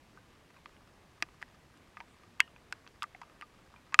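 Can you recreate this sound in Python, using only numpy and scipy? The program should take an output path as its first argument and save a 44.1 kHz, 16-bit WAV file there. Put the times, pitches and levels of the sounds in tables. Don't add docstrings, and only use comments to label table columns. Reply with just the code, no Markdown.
import sys
import numpy as np
from scipy import signal
from scipy.fft import rfft, irfft
from scipy.io import wavfile
from scipy.ndimage import uniform_filter1d

SR = 44100
rng = np.random.default_rng(int(sys.argv[2]) if len(sys.argv) > 2 else 0)


def wrap_up_sound(samples):
    columns = np.atleast_2d(samples).T
    tamed = np.clip(columns, -1, 1)
    steps = np.round(tamed * 32767).astype(np.int16)
    wavfile.write(sys.argv[1], SR, steps)


N = 176400
TICK_SAMPLES = 2048
TICK_HZ = np.arange(TICK_SAMPLES // 2 + 1) * SR / TICK_SAMPLES
SCREEN_LOW_HZ, SCREEN_TOP_HZ = 737, 12000


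def undb(db):
    return 10 ** (np.asarray(db) / 20)


def clock(seconds):
    return np.arange(int(seconds * SR)) / SR


def fade(t, t60):
    return np.exp(-np.log(1000) * t / max(t60, 1e-4))


def unit(x):
    return x / np.sqrt(np.sum(x ** 2) + 1e-30)


def filt(x, hz, kind, order=2):
    return signal.sosfilt(signal.butter(order, hz, kind, fs=SR, output="sos"), x)


def drift(rate_hz):
    step = int(SR / rate_hz)
    curve = uniform_filter1d(np.repeat(rng.standard_normal(N // step + 1), step), step)[:N]
    return curve / curve.std()


def add(out, start_s, x):
    i = int(start_s * SR)
    out[i:i + len(x)] += x[:max(N - i, 0)]


def ring(modes, t):
    return sum(undb(db) * np.sin(2 * np.pi * hz * t) * fade(t, t60) for hz, db, t60 in modes)


# frequency_hz, relative_db
WEATHER_SPECTRUM = [(12, -26), (20, -3), (53, 0.5), (107, 0), (337, -4.5), (434, -7), (780, -9.5),
                    (1190, -10), (1330, -15), (1610, -11.5), (2530, -15.5), (10200, -30), (13500, -35),
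                    (16000, -41)]


def wind_and_far_rain(level_db=-61.5, flicker_db=0.9, steady_hz=2000):
    hz = np.maximum(np.arange(N // 2 + 1) * SR / N, 1)
    point_hz, point_db = np.array(WEATHER_SPECTRUM).T
    spectrum = rfft(rng.standard_normal(N)) * undb(np.interp(np.log(hz), np.log(point_hz), point_db))
    octave = np.maximum(np.log2(hz).astype(int), 5)
    out = np.zeros(N)
    for k in np.unique(octave):
        depth_db = flicker_db / np.hypot(1, 2. ** k / steady_hz)
        out += irfft(spectrum * (octave == k), N) * undb(depth_db * drift(rate_hz=23.01))
    return out / out.std() * undb(level_db)


BAND_EDGES_HZ = [600, 1080, 1400, 2300, 3600, 6200, 15000]


def band_of(hz):
    return np.searchsorted(BAND_EDGES_HZ[1:-1], hz)


def resonance(hz, t60):
    half_width_hz = np.log(1000) / (2 * np.pi * t60)
    power = 1 / ((TICK_HZ ** 2 - hz ** 2) ** 2 + (2 * half_width_hz * TICK_HZ) ** 2)
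    return power / power.sum()


def bending_wave(power, low_delay_s=0.000686, half_delay_hz=2980):
    cepstrum = irfft(np.log(power + 1e-20) / 2)
    cepstrum[1:TICK_SAMPLES // 2] *= 2
    cepstrum[TICK_SAMPLES // 2 + 1:] = 0
    phase_lag = 2 * np.pi * low_delay_s * half_delay_hz * np.arctan(TICK_HZ / half_delay_hz)
    fade_out = np.minimum(np.linspace(4, 0, TICK_SAMPLES), 1) ** 2
    return irfft(np.exp(rfft(cepstrum) - 1j * phase_lag)) * fade_out


# pitch_hz, relative_db, t60_s
SCREEN_MODES = [(703, -6, 0.041), (979, 3, 0.035), (1220, -2, 0.037), (1593, 4.5, 0.013), (1760, -6, 0.016),
                (2090, 3, 0.01), (2448, 3, 0.017), (2640, 6, 0.015), (3315, 0.5, 0.013), (4320, -9, 0.01),
                (4910, 4, 0.0057), (5700, -6, 0.0049), (7000, -6, 0.0041), (7950, -10, 0.0047),
                (9600, -24.5, .006), (11700, -17.5, 0.0026)]


def screen_ring(note_hz, cycles, echo_ms, levels_db, note_boost_db=9.5, echo_gain=0.41):
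    scatter = rng.standard_normal((len(SCREEN_MODES), 2))
    power = sum(undb(db + 2 * louder) ** 2 * resonance(hz * (1 + 0.012 * sharper), t60)
                for (hz, db, t60), (sharper, louder) in zip(SCREEN_MODES, scatter))
    band = band_of(TICK_HZ)
    note_power = undb(note_boost_db) ** 2 * power[band == band_of(note_hz)].sum()
    power += note_power * resonance(note_hz, t60=cycles / note_hz)
    edge_comb = np.abs(1 + echo_gain * np.exp(-2j * np.pi * TICK_HZ * echo_ms / 1000)) ** 2
    low_cut = 1 / (1 + (SCREEN_LOW_HZ / (TICK_HZ + 1)) ** 10) + undb(-19) ** 2
    high_cut = 1 / (1 + (TICK_HZ / SCREEN_TOP_HZ) ** 6)
    power *= edge_comb * low_cut * high_cut
    centres_hz = np.sqrt(np.multiply(BAND_EDGES_HZ[:-1], BAND_EDGES_HZ[1:]))
    for _ in range(4):
        log_gain = np.log(undb(levels_db) ** 2 / np.bincount(band, power))
        power *= np.exp(np.interp(TICK_HZ, centres_hz, log_gain))
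    return unit(bending_wave(power)) * np.sqrt(power.sum())


SPLASH_BANDS_DB = [-20, -20, -8.5, -16.5, -3.5, -17.5]


def splash(levels_db, attack_s=0.00023, t60_s=0.014, top_hz=7550):
    noise = rfft(rng.standard_normal(TICK_SAMPLES))
    noise *= (TICK_HZ > SCREEN_LOW_HZ) / np.sqrt(1 + (TICK_HZ / top_hz) ** 6)
    t, band = np.arange(TICK_SAMPLES) / SR, band_of(TICK_HZ)
    envelope = fade(t, t60_s) * (1 - np.exp(-(t / attack_s) ** 2))
    burst = sum(undb(db + SPLASH_BANDS_DB[k]) * unit(irfft(noise * (band == k)) * envelope)
                for k, db in enumerate(levels_db))
    return filt(burst, SCREEN_LOW_HZ, "high")


def impact(note_hz, cycles, echo_ms, levels_db):
    return (screen_ring(note_hz, cycles, echo_ms, levels_db) + splash(levels_db)) * np.sqrt(.01 * SR)


DRIZZLE_BANDS_DB = [-79.5, -72, -78.5, -83, -83, -93.5]


def drizzle(drops_per_s=30, low_hz=890, high_hz=2750, size_db=2, colour_db=4):
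    out = np.zeros(N)
    drops = rng.random((int(drops_per_s * N / SR), 4 + len(DRIZZLE_BANDS_DB)))
    for when, spot, edge_distance, size, *colour in drops:
        levels_db = np.array(DRIZZLE_BANDS_DB) + size_db * (2 * size - 1)
        levels_db += colour_db * (2 * np.array(colour) - 1)
        note_hz = low_hz * (high_hz / low_hz) ** spot
        echo_ms = 0.81 + edge_distance * (2.18 - 0.81)
        add(out, when * N / SR, impact(note_hz, cycles=24, echo_ms=echo_ms, levels_db=levels_db))
    return out


# start_s, pitch_hz, decay_cycles,
# edge_echo_ms, knock_db, ring_db, clack_db, tick_db, snap_db, crack_db
SCREEN_HITS = [(0.1736, 1535, 79, 1.07, -68, -59, -60, -75, -82, -90),
               (0.503, 2100, 48, 1.15, -65.5, -73, -62, -69, -85, -90),
               (0.5643, 1085, 48, 1.9, -62.5, -62.5, -67, -79, -80, -90),
               (0.5694, 2500, 38, 1.2, -72, -72, -71, -65.5, -77, -90),
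               (0.6583, 1190, 22, 0.93, -54.5, -52.5, -56.5, -56.5, -67, -84),
               (0.7662, 2950, 25, 1, -75, -78, -70, -67, -84, -90),
               (1.2243, 1220, 45, 1.6, -44, -41, -33, -33, -40.5, -46.5),
               (1.2873, 970, 20, 1, -67, -66, -68, -69.5, -84, -92),
               (1.4148, 2040, 20, 1, -74, -59, -58, -68, -72, -88),
               (1.4196, 2640, 20, 1.3, -63, -65, -62, -60, -66.5, -69),
               (1.4264, 1750, 7.3, 0.64, -53, -58, -42, -57, -64.5, -70),
               (1.4798, 1750, 25, 1.1, -80, -73, -69, -71, -82, -90),
               (1.7742, 7800, 30, 0.82, -85, -85, -78, -80, -76, -73.5),
               (1.97, 1220, 90, 1.6, -57, -48, -51, -55.5, -69, -87),
               (1.9747, 2140, 30, 1.1, -64, -59, -57, -66, -76, -88),
               (2.0034, 2360, 25, 0.97, -50.5, -55, -51.5, -52, -66.5, -81),
               (2.0088, 950, 45, 1.06, -48.5, -69, -55.5, -62.5, -75, -89),
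               (2.2349, 1190, 34, 1.75, -67, -62, -68, -70, -77, -88),
               (2.3966, 1160, 22, 0.51, -55, -42.5, -74, -54, -77, -90),
               (2.4034, 2090, 13, 1.9, -45.5, -40, -22.5, -23.5, -35.5, -37.5),
               (2.477, 2900, 40, 0.8, -76, -63, -72, -60.5, -83, -91),
               (2.562, 2460, 30, 1.17, -64, -69, -65, -59, -83, -90),
               (2.7251, 1494, 19, 0.74, -49.5, -47.5, -40, -46.5, -49.5, -53.5),
               (2.8651, 1116, 47, 0.79, -64, -60, -62, -63, -81, -88),
               (2.8756, 4400, 14, 0.67, -69, -63, -61, -60, -61, -83),
               (3.0223, 3550, 18, 0.78, -55, -38.5, -44.5, -41.5, -50, -67),
               (3.0304, 1180, 25, 0.99, -44.5, -40, -55, -46.5, -50, -51.5),
               (3.039, 1220, 23, 0.68, -50, -40.5, -43.5, -55.5, -65, -67),
               (3.148, 739, 22, 1.45, -53, -80, -52.5, -59.5, -81, -90),
               (3.2158, 1076, 26, 0.99, -49, -58, -54.5, -65, -67.5, -71.5),
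               (3.2188, 915, 50, 0.97, -51.5, -56.5, -59.5, -63, -70.5, -89),
               (3.2329, 920, 20, 1.1, -59, -57, -68, -64, -83, -90),
               (3.2976, 1220, 20, 1.6, -73, -64, -71, -72, -86, -91),
               (3.4119, 2894, 20, 0.69, -59, -63, -52.5, -52, -66, -68),
               (3.4219, 2320, 20, 1.07, -66, -55.5, -51.5, -56, -68, -84),
               (3.426, 1220, 76, 1.54, -57, -47, -55, -62, -76, -90),
               (3.7396, 1110, 22, 0.83, -59.5, -59, -66, -80, -85, -90),
               (3.7613, 2410, 96, 1.25, -66, -69, -68, -59, -88, -91),
               (3.9232, 1220, 20, 0.84, -59, -59, -63, -61, -73, -90),
               (3.9267, 1076, 50, 1.1, -50, -55, -57, -66, -74, -85),
               (3.9345, 1060, 20, 1.9, -64, -57, -62, -72, -85, -89),
               (3.9433, 6960, 40, 1.6, -44, -33.5, -32.5, -32.5, -42.5, -42.5),
               (3.9907, 1250, 17, 0.74, -29.5, -16, -18, -16, -36, -42.5)]


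def rain_and_sleet():
    out = np.zeros(N)
    for start_s, note_hz, cycles, echo_ms, *levels_db in SCREEN_HITS:
        add(out, start_s, impact(note_hz, cycles, echo_ms, levels_db))
    return out


def cabin(x, tail_db=-24.5, t60_s=0.045, top_hz=2570):
    t = clock(.2)
    dull_noise = filt(rng.standard_normal(len(t)), top_hz, "low")
    tail = dull_noise * fade(t, t60_s) * (1 - fade(t, 0.0037))
    return x + undb(tail_db) * signal.fftconvolve(x, unit(tail))[:N]


# pitch_hz, relative_db, t60_s
PANEL_MODES = [(323, -1.5, 0.069), (480, -1.5, .02), (695, -7, 0.024)]


def panel_thud(gain_db=-43):
    return undb(gain_db) * ring(PANEL_MODES, clock(.3))


# start_s, length_s, pitch_hz, width_hz, level_db
HUM_AND_SIZZLE_BANDS = [(1.72, 0.14, 305, 50, -68), (2.045, 0.125, 8100, 450, -81.5),
                        (2.06, 0.1, 9300, 350, -86), (2.05, 0.11, 7150, 600, -83)]


def hum_and_sizzle():
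    out = np.zeros(N)
    for start_s, length_s, hz, width_hz, db in HUM_AND_SIZZLE_BANDS:
        t = clock(length_s)
        noise = filt(rng.standard_normal(N), [hz - width_hz / 2, hz + width_hz / 2], "band")[-len(t):]
        arch = np.sqrt(np.sin(np.pi * t / length_s))
        add(out, start_s, undb(db) * noise / noise.std() * arch)
    return out


# pitch_hz, relative_db, t60_s
METAL_MODES = [(986, 3, 0.045), (1843, -4, 0.2), (2891, 0, 0.12), (3130, -15, 0.18), (3300, 11, 0.022)]


def metal_ping(gain_db=-42):
    return undb(gain_db) * filt(ring(METAL_MODES, clock(.3)), SCREEN_LOW_HZ, "high", order=4)


def scene():
    background = wind_and_far_rain() + hum_and_sizzle()
    hits = rain_and_sleet()
    add(hits, start_s=1.2244, x=panel_thud())
    add(hits, start_s=2.4037, x=metal_ping())
    return (background + cabin(hits) + drizzle())[None]


def record(dry, top_hz=15800):
    low_pass = signal.ellip(8, .2, 70, top_hz, fs=SR, output="sos")
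    return signal.sosfilt(low_pass, np.clip(dry, -1, 1))


dry = scene()
out = record(dry)
wrap_up_sound(out)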